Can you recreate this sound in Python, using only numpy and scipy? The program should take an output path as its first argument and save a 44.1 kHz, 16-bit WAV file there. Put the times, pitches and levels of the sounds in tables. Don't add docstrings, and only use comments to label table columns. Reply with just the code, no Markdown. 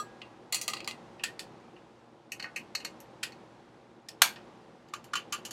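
import sys
import numpy as np
from scipy import signal
from scipy.fft import rfft, irfft
from scipy.io import wavfile
from scipy.ndimage import uniform_filter1d

SR = 44100
rng = np.random.default_rng(int(sys.argv[2]) if len(sys.argv) > 2 else 0)


def log_audio(samples):
    frames = np.atleast_2d(samples).T
    limited = np.clip(frames, -1, 1)
    pcm = np.round(limited * 32767).astype(np.int16)
    wavfile.write(sys.argv[1], SR, pcm)


N = 243431


# start in seconds, contact time in seconds, nominal level in dB,
# hardness (extra treble) in dB, ping pitch in Hz, ping boost in dB, tail in dB (more if held loosely).
FLAT_BLOWS = [(0.2155, 0.0033, -49.5, -30, 2850, 9.5, -7), (0.5238, .0016, -37, 3, 4350, 3.5, 2),
              (0.5435, .0012, -37, 4, 7300, 3, 2), (0.6135, .001, -46, 8.5, 5850, 5, -1),
              (0.679, .0016, -35.5, -1, 1230, 4.5, 1), (0.7345, 0.0015, -38, -11.5, 1145, 9, -5.5),
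              (0.767, .0015, -45.5, -17, 4400, 5, 1), (0.8022, 0.0026, -48, -16.5, 2500, 8.5, -8.5),
              (0.8442, .0016, -54, -9, 4802, 9.5, -10), (0.8752, .0014, -37, -7, 2700, 0.5, -3),
              (0.9104, .001, -45, -15, 2780, 2, -14)]
# pitch in Hz, relative level in dB, nominal t60 in seconds.
FLAT_MODES = [(1227, -4, 0.15), (1943, -3, 0.24), (2062, -2, 0.24), (2536, -2, 0.19), (2778, -2, 0.24),
              (3321, -7, 0.24), (4000, -6, 0.22), (4366, -1, 0.24), (4753, -7, 0.24), (4867, -7, 0.15),
              (5835, -3, 0.2), (6207, -8, 0.18), (6551, -10, 0.24), (6853, -8, 0.18), (7176, -7, 0.12),
              (7305, -6, 0.11), (7698, -8, 0.12), (7833, -9, 0.24), (8570, -5, 0.24), (9157, -11, 0.13),
              (9249, -9, 0.18), (9378, -11, 0.22), (10174, -12, 0.24), (11186, -13, 0.14),
              (12430, -14, 0.13), (13103, -14, 0.24)]
# frequency in Hz, gain in dB.
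FLAT_BODY = [(380, -94), (650, -16), (1200, -14), (1550, -28), (2000, -24.5), (2170, -18), (3610, -13),
             (4240, -1), (5550, -8.5), (7260, -1), (8190, -5.5), (12900, -11.5), (16000, -14.5)]
FLAT_BALANCE = [-7.5, 0.5, 0, 0, -4.5]

def flat_plate():
    return strike(FLAT_BLOWS, FLAT_MODES, FLAT_BODY, FLAT_BALANCE, wash_db=-4, ring_db=-12.5,
                  peak_db=3, sustain=1.0, linger=0.87, scatter_db=-7)


BASE_BLOWS = [(1.194, 0.0018, -55, -20.5, 2760, 12, -3), (1.2353, .0033, -33, 2.5, 1850, 3.6, -1),
              (1.393, 0.00096, -45.5, 6, 4360, 8.4, -1.5), (1.7635, .001, -65, -15, 2770, 12, -6),
              (3.2295, 0.0044, -35, 2, 4600, 2.4, -2), (4.0858, 0.0028, -50.5, 7, 5260, 12.4, -5.5),
              (4.3595, .001, -49.5, -19.5, 5450, 8, -4.5)]
BASE_MODES = [(1378, -8, 0.11), (1475, -7, 0.13), (1835, -3, 0.11), (2433, -6, 0.14), (2562, -4, 0.17),
              (2783, -5, 0.14), (2966, -7, 0.14), (3187, -8, 0.12), (3499, -9, 0.12), (3639, -10, 0.1),
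              (4167, -10, 0.1), (4441, -6, 0.11), (4603, -6, 0.1), (4807, -7, 0.12), (5286, -11, 0.13),
              (5389, -11, 0.11), (6896, -12, 0.1), (7429, -14, 0.11), (7870, -13, 0.12), (8021, -10, 0.11),
              (10433, -17, 0.12), (11321, -19, 0.11)]
BASE_BODY = [(380, -76), (650, -23.5), (1100, -24), (1360, -22), (1710, -6), (1850, 4.5), (2090, -7),
             (2480, 1.5), (3810, -3.5), (4730, -4), (5780, -11.5), (7350, -11), (16000, -35.5)]
BASE_BALANCE = [-4, -0.5, -3.5, -6, -10.5]

def base():
    return strike(BASE_BLOWS, BASE_MODES, BASE_BODY, BASE_BALANCE, wash_db=-2, ring_db=-8,
                  peak_db=-2, sustain=0.64, linger=1.0, scatter_db=-11.5)


WAFFLE_BLOWS = [(2.3185, 0.0019, -46.5, 9, 2550, 9.9, 1.5), (2.396, 0.0036, -44, -12, 4500, 11.6, 2),
                (2.4245, 0.0017, -47, -9, 4400, 12.7, 1.5), (2.4415, 0.0019, -44.5, -24, 1940, 8.4, 3.5),
                (2.56, 0.0022, -43.5, 1.5, 2440, 12.6, 4), (2.7495, 0.0032, -39.5, 1, 4230, 15.6, -1.5),
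                (2.8015, .001, -51.5, -7, 4380, 8.5, 3.5), (2.847, .0035, -41.5, 3, 4200, 10.7, -2.5),
                (3.0024, .001, -63, 11, 11600, 10, -4), (3.3203, .001, -57.5, -9.5, 4380, 12, 3.5)]
WAFFLE_MODES = [(1486, -9, 0.24), (1604, -8, 0.17), (1857, -1, 0.13), (2169, -5, 0.19), (2530, -3, 0.19),
                (2643, 0, 0.14), (2783, -4, 0.12), (2955, -7, 0.11), (3052, -12, 0.14), (3784, -14, 0.14),
                (4167, -9, 0.09), (4377, 0, 0.09), (5739, -14, 0.12), (6481, -13, 0.13), (7418, -16, 0.12),
                (7687, -16, 0.23), (8059, -16, 0.1), (8759, -17, 0.12), (9615, -15, 0.24),
                (10427, -23, 0.11), (11488, -20, 0.09), (11859, -18, 0.11)]
WAFFLE_BODY = [(410, -53.5), (700, -8), (997, -17), (1210, -6), (1360, -23.5), (1840, -0.5), (2560, -1.5),
               (2920, -1), (3280, -21), (4430, -3.5), (4990, -7), (6650, -7.5), (10900, -25), (12200, -17),
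               (16000, -41)]
WAFFLE_BALANCE = [-4.5, -0.5, -5.5, -4.5, -10.5]

def waffle_plate():
    return strike(WAFFLE_BLOWS, WAFFLE_MODES, WAFFLE_BODY, WAFFLE_BALANCE, wash_db=-2.5, ring_db=-12.5,
                  peak_db=3.5, sustain=1.0, linger=0.9, scatter_db=-0.5)


LATCH_BLOWS = [(4.2178, .0028, -21, 0.96, 977, 3.3, 0.0055)]
LATCH_MODES = [(1599, 0, 0.17), (2159, -5, 0.18), (2326, -5, 0.22), (2955, -2, 0.17), (3391, -1, 0.13),
               (4355, -4, 0.2), (4640, -5, 0.22), (5545, -9, 0.17), (6395, -7, 0.16), (6853, -9, 0.16),
               (7596, -9, 0.15), (8075, -9, 0.15), (8414, -8, 0.08), (9362, -4, 0.13), (12365, -8, 0.12),
               (12662, -7, 0.07)]
LATCH_BODY = [(210, -65), (350, -24.5), (474, -20), (754, -9), (1000, -10.5), (1650, -4.5), (1820, -8.5),
              (2890, -7), (3130, -11), (3450, -7), (5310, -14.5), (6640, -10.5), (7190, -17.5), (12600, -4),
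              (16000, -17)]
LATCH_BALANCE = [-1.5, -0.5, 0, -0.5, -4]

def latch():
    return strike(LATCH_BLOWS, LATCH_MODES, LATCH_BODY, LATCH_BALANCE, wash_db=-9, ring_db=-23.5,
                  peak_db=1, sustain=1.2, linger=1.13, scatter_db=-19.5, detune=0.001)


LID_BLOWS = [(4.885, .0013, -65.5, 0, 4400, 6.15, -4), (4.936, .0028, -43, -1, 1217, 8, -4.5),
             (5.042, 0.0011, -59, 3, 12000, 10, -3), (5.133, .004, -38, -4, 1400, 4.7, -3),
             (5.154, .0022, -37, 1, 3000, 6.2, -2), (5.3228, 0.0023, -42, 11, 2970, 8.6, 2.5),
             (5.33, 0.0018, -43.5, -8, 1180, 6, -2), (5.4502, .001, -51.5, 14.5, 3060, 9, 3),
             (5.5085, .001, -51.5, 14, 3020, 6.1, -2)]
LID_MODES = [(1195, 0, 0.18), (1410, -2, 0.24), (1739, -11, 0.14), (2772, -8, 0.24), (2929, -8, 0.17),
             (3047, -4, 0.19), (3575, -15, 0.21), (4000, -14, 0.24), (4221, -14, 0.19), (4350, -12, 0.19),
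             (4495, -13, 0.12), (4640, -12, 0.24), (5787, -16, 0.12), (6368, -16, 0.24), (6492, -14, 0.11),
             (6735, -17, 0.12), (7332, -11, 0.17), (8096, -19, 0.12), (8796, -20, 0.15), (9695, -21, 0.18),
             (10982, -16, 0.09), (11913, -21, 0.1)]
LID_BODY = [(380, -56), (650, -38), (1170, -2), (1300, -17.5), (1450, -7), (1980, -8), (2550, -3.5),
            (2960, -7.5), (3810, -9.5), (4360, -7), (6100, -20.5), (7260, -18.5), (8190, -32.5),
            (11300, -36), (16000, -50)]
LID_BALANCE = [3.5, -0.5, -4.5, -2.5, -11]

def lid():
    return strike(LID_BLOWS, LID_MODES, LID_BODY, LID_BALANCE, wash_db=0.5, ring_db=-6.5,
                  peak_db=1.5, sustain=0.69, linger=0.94, scatter_db=-3.5, detune=0.0026)


# low edge in Hz, high edge in Hz.
BANDS = [(300, 1500), (1500, 3100), (3100, 5500), (5500, 9000), (9000, 17000)]
# nominal t60 of the wash in seconds, lift of the modes in dB, share of the hardness.
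WASH_T60_S = [0.19, 0.19, 0.17, 0.15, 0.15]
RING_BAND_DB = [-2, 2.5, 2.5, 1.5, -1.5]
HARDNESS_SHARE = [-0.24, 0.045, 0.25, .7, 0.91]

def strike(blows, modes, body, balance, wash_db, ring_db, peak_db, sustain, linger, scatter_db,
           grit=0.14, size=12288, peak_width_hz=70, beat_hz=22, detune=0.005, treble_damping=0.087):
    out, t, hz = np.zeros(N), np.arange(size) / SR, np.fft.rfftfreq(size, 1 / SR)
    attack = int(0.015 * SR)
    mode_hz, mode_db, mode_t60 = np.transpose(modes)[:, :, None]
    decays = undb(mode_db) * fade(t, sustain * mode_t60 * (mode_hz[0] / mode_hz) ** treble_damping)
    peaks = resonance(hz, mode_hz, peak_width_hz).max(axis=0)
    shape = colour(hz, body) * (1 + undb(peak_db) * peaks)
    gains = [shape * band(hz, lo, hi) for lo, hi in BANDS]
    rattle = band(hz, 40, 500, order=3)
    strongest_db = max(blow[2] for blow in blows)
    for start, contact, blow_db, hardness_db, ping_hz, ping_db, tail_db in blows:
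        band_db = blow_db + np.array(balance) + hardness_db * np.array(HARDNESS_SHARE)
        band_db[0] -= 0.5 * (strongest_db - blow_db)
        progress = t / contact
        pulse = progress * np.exp((1 - progress ** 2) / 2)
        build = 1 - np.exp(-progress ** 2)
        chatter = level(np.exp(grit * noise(rattle, size)), 0)
        scatter = undb(scatter_db) * build * fade(t, 0.075)
        crack = (pulse + scatter) * chatter
        phase, beat_phase, split, load = rng.random((4, len(modes), 1))
        beats = 1 + 0.5 * np.sin(2 * np.pi * (beat_hz * (0.5 + split) * t + beat_phase))
        loaded_hz = mode_hz * (1 + detune * (2 * load - 1))
        rings = np.sin(2 * np.pi * (loaded_hz * t + phase)) * decays * beats * build
        sound = np.zeros(size)
        for (lo, hi), gain, t60, lift_db, db in zip(BANDS, gains, WASH_T60_S, RING_BAND_DB, band_db):
            in_band = (mode_hz[:, 0] >= lo) & (mode_hz[:, 0] < hi)
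            ring = level(rings[in_band].sum(axis=0), ring_db + lift_db, attack)
            wash = undb(wash_db) * noise(gain, size) * chatter * build * fade(t, linger * t60)
            sound += level(crack * noise(gain, size) + undb(tail_db) * (wash + ring), db, attack)
        add(out, start, ping(sound, ping_hz, ping_db))
    return signal.sosfilt(signal.butter(7, 500, "high", fs=SR, output="sos"), out)


def ping(x, hz, db, sharpness=7):
    return x + (undb(db) - 1) * signal.lfilter(*signal.iirpeak(hz, sharpness, fs=SR), x)


# pitch in Hz, relative level in dB, t60 in seconds.
CLIP_MODES = [(1227, 0, 0.11), (1642, -24, 0.8), (2680, -20, 0.09), (3338, -17, 0.09), (3986, -19, 0.09),
              (4366, -18, 0.11), (5782, -18, 0.1), (7709, -18, 0.14), (10670, -26, 0.09)]

def spring_clip(db=-28, wash_db=-13, wash_width_hz=90, wash_t60=0.15, casing_db=-24):
    t, hz = np.arange(SR) / SR, np.fft.rfftfreq(SR, 1 / SR)
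    ring = sum(undb(mode_db) * np.sin(2 * np.pi * (f * t + rng.random())) * fade(t, t60)
               for f, mode_db, t60 in CLIP_MODES)
    peaks = sum(undb(mode_db) * resonance(hz, f, wash_width_hz) for f, mode_db, _ in CLIP_MODES)
    casing = undb(casing_db) * colour(hz, FLAT_BODY)
    wash = undb(wash_db) * noise(peaks + casing, SR) * fade(t, wash_t60)
    onset = 1 - fade(t, 0.0022)
    return np.pad(undb(db) * (ring + wash) * onset, (0, N - SR))


def fingers(db=-65, spread_db=3, t60=0.06, count=22, size=4096):
    out, t, hz = np.zeros(N), np.arange(size) / SR, np.fft.rfftfreq(size, 1 / SR)
    for when, force in rng.random((count, 2)):
        tick = noise(colour(hz, BASE_BODY), size) * fade(t, t60)
        add(out, when * N / SR, undb(db + spread_db * (2 * force - 2.5)) * tick)
    return out


# frequency in Hz, gain in dB.
ROOM_COLOUR = [(18, -65), (30, -34), (48, -10.5), (92, -18), (122, -7.5), (240, -5), (281, -10),
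               (355, -2.5), (384, -9.5), (437, -5.5), (645, -11), (794, -8), (1970, -23.5), (2700, -30.5),
               (15000, -56)]
# pitch in Hz, level at the microphone in dB.
HUM_LINES = [(118.4, -66.5), (236.9, -65), (317.6, -64.5), (360.7, -67), (554.5, -66), (791.3, -68)]

def room(rumble_db=-51.5, hiss_db=-64, waver_rad=0.47, low_hz=58):
    t, hz = np.arange(N) / SR, np.fft.rfftfreq(N, 1 / SR)
    shape = colour(hz, ROOM_COLOUR) * band(hz, low_hz, 13000, order=5)
    rush = noise(shape * band(hz, 17.4, 2500, order=3), N) * undb(rumble_db)
    hiss = noise(shape * band(hz, 2800, 10000, order=3), N) * undb(hiss_db)
    slow = 1 / (1 + (hz / 5) ** 2)
    hum = sum(level(np.sin(2 * np.pi * f * t + waver_rad * noise(slow, N)), db) for f, db in HUM_LINES)
    return rush + hiss + hum


def suppress(x, size=512, threshold_db=7.5, memory_s=0.32, slope=0.41, busy_open=0.49, busy_start=0.42):
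    spectra = signal.stft(x, nperseg=size)[2]
    power = uniform_filter1d(np.abs(spectra) ** 2, size=7, axis=0)
    threshold = np.median(power, axis=1, keepdims=True) * undb(threshold_db) ** 2
    over = (power / (threshold + 1e-24)) ** 2
    passes = over / (1 + over)
    clatter = passes[:size // 4].mean(axis=0)
    keep = np.exp(-size / 2 / SR / memory_s)
    busy = signal.lfilter([1 - keep], [1, -keep], clatter, zi=[busy_start])[0]
    floor = np.minimum(busy / busy_open, 1) ** slope
    return signal.istft(spectra * (floor + (1 - floor) * passes), nperseg=size)[1][:N]


def undb(db):
    return 10 ** (np.asarray(db) / 20)


def level(x, db, size=None):
    return x * undb(db) / np.sqrt(np.mean(x[:size] ** 2) + 1e-24)


def fade(t, t60):
    return np.exp(-np.log(1000) * t / np.maximum(t60, 1e-3))


def resonance(hz, centre_hz, width_hz):
    return 1 / (1 + (2 * (hz - centre_hz) / width_hz) ** 2)


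def colour(hz, points):
    f, db = np.transpose(points)
    return undb(np.interp(np.log(hz + 1), np.log(f), db))


def band(hz, lo, hi, order=8):
    return 1 / np.sqrt((1 + (lo / (hz + 1)) ** (2 * order)) * (1 + (hz / hi) ** (2 * order)))


def noise(gain, size):
    return level(irfft(gain * rfft(rng.standard_normal(size)), size), 0)


def add(out, s, sound):
    start = int(np.clip(s * SR, 0, N - 1))
    out[start:start + len(sound)] += sound[:N - start]


def scene():
    clatter = flat_plate() + base() + waffle_plate() + latch() + lid()
    return (clatter + spring_clip() + fingers() + room())[None]


def record(dry):
    top_cut = signal.ellip(8, 0.2, 70, 16000, fs=SR, output="sos")
    return signal.sosfilt(top_cut, suppress(dry[0]))[None]


dry = scene()
out = record(dry)
log_audio(out)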